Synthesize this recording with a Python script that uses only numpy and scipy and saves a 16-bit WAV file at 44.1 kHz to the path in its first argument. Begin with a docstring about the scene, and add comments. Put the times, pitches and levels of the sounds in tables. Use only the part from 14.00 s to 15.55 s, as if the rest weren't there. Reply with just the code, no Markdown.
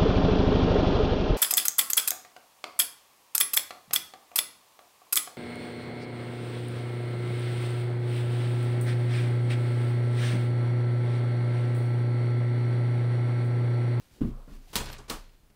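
"""Clothes rustle and a player lands from a jump on a carpeted floor, then steps aside: the boards boom,
the joists sway, the soles scuff. Small tossed balls crack against the backboard and rim of an arcade
hoop, rattle through the net, and one strikes again lower down. The blows ring the rim and shake the
stand and the floor. The small games room echoes them over a faint hiss."""
import sys
import numpy as np
from scipy import signal
from scipy.fft import rfft, irfft
from scipy.io import wavfile
from scipy.ndimage import uniform_filter1d

SR = 44100
rng = np.random.default_rng(int(sys.argv[2]) if len(sys.argv) > 2 else 0)


def wrap_up_sound(samples):
    """Save the sound to the file named by the first command line argument, as 16-bit audio."""
    columns = np.atleast_2d(samples).T
    # keep every value between -1 and 1, then stretch to whole-number steps
    tamed = np.clip(columns, -1, 1)
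    steps = np.round(tamed * 32767).astype(np.int16)
    wavfile.write(sys.argv[1], SR, steps)


N = 68355

# Noise spectra. Each row: frequency in Hz, relative level in dB.
AIR_SPECTRUM = [(20, -3), (35, -2.5), (70, -8.5), (150, -16.5), (300, -18.5), (700, -25), (2000, -32),
                (6000, -36.5), (15500, -37.5)]
CLOTH_SPECTRUM = [(100, 15), (400, 0), (900, -4), (2000, -3), (4500, -3.5), (7000, -8), (15000, -13)]
THUD_SPECTRUM = [(30, -6), (110, 1), (260, 1.5), (360, -4), (500, -29), (900, -48), (3000, -70)]
SCUFF_SPECTRUM = [(150, 3), (550, -3.5), (800, -9), (1150, -6.5), (1700, -14.5), (3000, -19), (6000, -32),
                  (15000, -34.5)]
NET_SPECTRUM = [(100, 11), (400, -3.5), (1300, 0.5), (2500, -1.5), (4300, -6), (6000, -10.5), (10000, -19),
                (15000, -30)]
CRACK_SPECTRUM = [(200, -35), (900, -2), (2200, -4.5), (3300, -0.5), (4800, 2), (6800, -7), (9000, -2.5),
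                  (11800, -8), (13500, -5.5), (16000, -2)]
ECHO_SPECTRUM = [(150, -9), (700, -5), (2000, 1.5), (3200, 3.5), (5000, 2.5), (6800, -0.5), (9000, 0.5),
                 (11800, -5), (15500, -6)]
BOARD_SPECTRUM = [(60, 3.5), (200, -2), (430, -1.5), (700, -5), (1100, -3.5), (1700, -10.5), (2800, -21),
                  (8000, -40)]
# Resonances. Each row: frequency in Hz, relative level in dB, T60 in seconds.
FLOOR_MODES = [(59.4, -5.5, 0.51), (109.7, -3, 0.25), (128, -5.5, .33), (164.6, -4, 0.15), (221.6, 2, 0.19),
               (247.6, -0.5, 0.19), (272.6, 2, 0.12), (318.1, -7, 0.21), (405, -11.5, .2), (553, -25, 0.3)]
JOIST_MODES = [(28.28, 14, 0.66), (43.2, -1, 0.48)]
STAND_MODES = [(45.2, -1, 0.35), (60.65, -1.5, 0.72), (128.5, 1.5, 0.46), (210.8, 5, .18),
               (259.6, -7, 0.23), (309.7, -3.5, 0.18), (418, 4, 0.18)]
RIM_MODES = [(544, -1, 0.54), (680, -8, 0.49), (966, 8, 0.17), (1092, -8, 0.088), (1168, -6, 0.63),
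             (1495, 0, 0.33), (2550, -0.5, 0.4), (2770, 9.5, 0.17), (3090, -2, 0.14), (3295, 7.5, 0.11),
             (3410, 0.5, 0.31), (3870, -7, .26), (4234, -2.5, 0.66), (4900, -19, 0.2), (4921, 6, 0.093),
             (7430, -4, 0.34)]
# Clothes moving. Each row: centre in seconds, half length in seconds, level in dB.
SWISHES = [(.03, 0.076, -62), (.155, 0.066, -59.5), (.28, 0.035, -61), (.42, 0.16, -67),
           (.54, 0.047, -58.5), (.64, 0.084, -63), (.715, 0.049, -55.5)]
# Soles on carpet. Each row: centre and half length in seconds, pitch and width in Hz, level in dB.
SOLE_RUBS = [(.38, 0.081, 1100, 420, -62), (0.384, 0.081, 560, 270, -61), (0.68, 0.016, 780, 120, -68),
             (0.1973, 0.039, 294, 260, -59)]
# Feet on the floor. Each row: start in seconds, then boom, sway and scuff levels in dB.
FOOTFALLS = [(.208, -29.5, -37.5, -42.5), (0.2155, -18.5, -35.5, -47), (.256, -31.5, -39.5, -68),
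             (0.311, -48, -33.5, -65), (.476, -45, -68, -52), (0.515, -44, -38, -58.5),
             (0.557, -48, -70, -65), (1.43, -66, -57, -72)]
# Balls in the net and on the cloth ramp. Each row: centre and half length in seconds, level in dB.
NET_RUNS = [(.885, 0.039, -43), (.94, 0.039, -47.5), (1.06, .04, -66), (1.25, 0.065, -66),
            (1.34, 0.034, -69), (1.505, 0.0072, -66)]
# Cord sliding over a ball. Each row: centre and half length in seconds, pitch in Hz,
# rise in Hz per second, width in Hz, level in dB.
CORD_ZIPS = [(0.927, 0.018, 13400, 44995, 2000, -55.5), (0.987, 0.0073, 5650, 0, 4000, -54)]
# Hollow panel knocks. Each row: start in seconds, frequency in Hz, T60 in seconds, level in dB.
PANEL_KNOCKS = [(.7555, 205, 0.096, -27.5), (1.0975, 245.6, 0.24, -42.5), (1.1, 433.2, 0.17, -38.5)]
# Shoves on the stand. Each row: start in seconds, then stand and floor sway levels in dB.
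STAND_SHOVES = [(0.754, -35.5, -37.5), (.799, -38.5, -38.5), (0.87, -46, -47), (0.987, -46.5, -50),
                (1.098, -40.5, -47.5), (1.14, -47, -41), (1.493, -60.5, -73)]
# Ball impacts. Each row: start and contact time in seconds, then crack, echo, board and rim gains in dB.
BALL_BLOWS = [(0.73, 0.00063, -42, -41, -42, -57), (0.7552, 0.00053, -16, -28.5, -38.5, -39.5),
              (0.7625, 0.00063, -18.5, -40, -35.5, -41), (.798, .003, -43, -56, -37.5, -39.5),
              (.857, 0.0015, -34.5, -53, -49, -47.5), (.897, 0.0016, -44, -56, -50, -59),
              (0.928, .003, -28, -53.5, -53.5, -55), (0.983, 0.0032, -41, -54, -47, -58),
              (1.0795, 0.0028, -51, -49, -47.5, -71), (1.0975, 0.00027, -27, -36.5, -33.5, -44.5),
              (1.1003, 0.00051, -23.5, -39.5, -35.5, -60)]

AIR_DB, THUD_DB, LATE_ECHO_DB = -61.5, -7.5, -24.5
HEEL_RISE_S, SWAY_RISE_S, BODY_RISE_S, KNOCK_RISE_S, ECHO_RISE_S = 0.0024, 0.0025, 0.0025, 0.0031, 0.0045
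ECHO_SPLIT_HZ, CRACK_TOP_HZ, SOFT_CONTACT_S = 6450, 19800, 0.0034
MODE_SCATTER_DB = 1.5


def undb(db):
    """Decibels to gain."""
    return 10 ** (np.asarray(db) / 20)


def unit_rms(x):
    """Scale to rms 1."""
    return x / np.sqrt(np.mean(x ** 2))


def lowpass(hz):
    """Second-order Butterworth sections."""
    return signal.butter(2, hz, fs=SR, output="sos")


def noise(spectrum):
    """Shaped noise, rms 1."""
    hz, db = np.array(spectrum, float).T
    bins_hz = np.maximum(np.fft.rfftfreq(N, 1 / SR), 1)
    gains = undb(np.interp(np.log(bins_hz), np.log(hz), db))
    return unit_rms(irfft(rfft(rng.standard_normal(N)) * gains, N))


def grain(depth_db, samples):
    """Random level flutter, smoothed over `samples`."""
    flutter = unit_rms(uniform_filter1d(rng.standard_normal(N), samples))
    return unit_rms(undb(depth_db * flutter))


def since(start_s):
    """Seconds since the start, zero before it."""
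    return np.maximum(np.arange(N) / SR - start_s, 0)


def struck(start_s, rise_s, t60_s):
    """Quick rise, exponential decay."""
    t = since(start_s)
    return (1 - np.exp(-t / rise_s)) * np.exp(-np.log(1000) * t / t60_s)


def swell(centre_s, half_s):
    """Gaussian rise and fall."""
    return np.exp(-((np.arange(N) / SR - centre_s) / half_s) ** 2)


def ring(modes, start_s, rise_s):
    """Decaying modes; each blow shares its energy among them a little differently."""
    t = since(start_s)
    gains = undb(np.array(modes)[:, 1] + MODE_SCATTER_DB * rng.standard_normal(len(modes)))
    out = sum(gain * np.sin(2 * np.pi * hz * t) * struck(start_s, rise_s, t60_s)
              for gain, (hz, _, t60_s) in zip(gains, modes))
    return out / np.sqrt(np.sum(gains ** 2) / 2)


def rustle(moves, spectrum, grain_db):
    """Sliding fabric: grainy noise that swells with each move."""
    power = sum((undb(db) * swell(centre_s, half_s)) ** 2 for centre_s, half_s, db in moves)
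    return noise(spectrum) * grain(grain_db, samples=130) * np.sqrt(power)


def rub(centre_s, half_s, hz, width_hz, rise_hz_per_s=0):
    """A short band of friction noise with optional glide."""
    t = np.arange(N) / SR - centre_s
    baseband = signal.sosfilt(lowpass(width_hz / 2), rng.standard_normal(N) + 1j * rng.standard_normal(N))
    carrier = np.exp(2j * np.pi * (hz + rise_hz_per_s * t / 2) * t)
    return swell(centre_s, half_s) * unit_rms(np.real(baseband * carrier))


def room_air():
    """Faint steady rumble and hiss."""
    return undb(AIR_DB) * noise(AIR_SPECTRUM)


def clothes():
    """Cloth slides as the player moves."""
    return rustle(SWISHES, CLOTH_SPECTRUM, grain_db=1)


def soles():
    """Turning feet rub the carpet."""
    return sum(undb(db) * rub(centre_s, half_s, hz, width_hz)
               for centre_s, half_s, hz, width_hz, db in SOLE_RUBS)


def feet():
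    """Each footfall booms in the boards, sways the joists and scuffs the carpet."""
    out = np.zeros(N)
    for start_s, boom_db, sway_db, scuff_db in FOOTFALLS:
        boards = ring(FLOOR_MODES, start_s, HEEL_RISE_S)
        thud = undb(THUD_DB) * noise(THUD_SPECTRUM) * struck(start_s, HEEL_RISE_S, t60_s=0.29)
        out += undb(boom_db) * (boards + thud)
        out += undb(sway_db) * ring(JOIST_MODES, start_s, SWAY_RISE_S)
        out += undb(scuff_db) * noise(SCUFF_SPECTRUM) * struck(start_s, HEEL_RISE_S, t60_s=0.4)
    return out


def net():
    """Cords zip and mesh rustles as the balls slide through."""
    zips = sum(undb(db) * rub(centre_s, half_s, hz, width_hz, rise_hz_per_s)
               for centre_s, half_s, hz, rise_hz_per_s, width_hz, db in CORD_ZIPS)
    return zips + rustle(NET_RUNS, NET_SPECTRUM, grain_db=3)


def stand():
    """The balls' weight knocks the panels and shakes the stand and, through its legs, the floor."""
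    out = np.zeros(N)
    for start_s, hz, t60_s, db in PANEL_KNOCKS:
        out += undb(db) * ring([(hz, 0, t60_s)], start_s, KNOCK_RISE_S)
    for start_s, stand_db, sway_db in STAND_SHOVES:
        out += undb(stand_db) * ring(STAND_MODES, start_s, BODY_RISE_S)
        out += undb(sway_db) * ring(JOIST_MODES, start_s, SWAY_RISE_S)
    return out


def room_echoes(start_s):
    """Dense reflections of one blow; the treble dies first."""
    echoes = noise(ECHO_SPECTRUM) * grain(depth_db=1, samples=60)
    low = signal.sosfiltfilt(lowpass(ECHO_SPLIT_HZ), echoes)
    treble = echoes - low
    early_fade = struck(start_s, ECHO_RISE_S, t60_s=0.25)
    late_fade = undb(LATE_ECHO_DB) * struck(start_s, ECHO_RISE_S, t60_s=0.99)
    return low * (early_fade + late_fade) + treble * struck(start_s, ECHO_RISE_S, t60_s=0.24)


def balls():
    """Each blow cracks, echoes, sounds the hollow board and rings the rim."""
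    out = np.zeros(N)
    for start_s, contact_s, crack_db, echo_db, board_db, rim_db in BALL_BLOWS:
        crack = undb(crack_db) * noise(CRACK_SPECTRUM) * struck(start_s, contact_s, t60_s=0.022)
        echoes = undb(echo_db) * room_echoes(start_s)
        cutoff_hz = CRACK_TOP_HZ / (1 + contact_s / SOFT_CONTACT_S)  # longer contact, duller crack
        out += signal.sosfilt(lowpass(cutoff_hz), crack + echoes)
        out += undb(board_db) * noise(BOARD_SPECTRUM) * struck(start_s, BODY_RISE_S, t60_s=0.28)
        out += undb(rim_db) * ring(RIM_MODES, start_s, contact_s)
    return out


def scene():
    """Player, hoop and room air, mono."""
    player = feet() + soles() + clothes()
    hoop = balls() + stand() + net()
    return (player + hoop + room_air())[None]


def record(dry):
    """Microphone passband, 15 Hz to 15650 Hz."""
    low_cut = signal.butter(2, 15, "high", fs=SR, output="sos")
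    top_cut = signal.ellip(10, .2, 80, 15650, fs=SR, output="sos")
    return signal.sosfilt(top_cut, signal.sosfilt(low_cut, dry))


dry = scene()
out = record(dry)
wrap_up_sound(out)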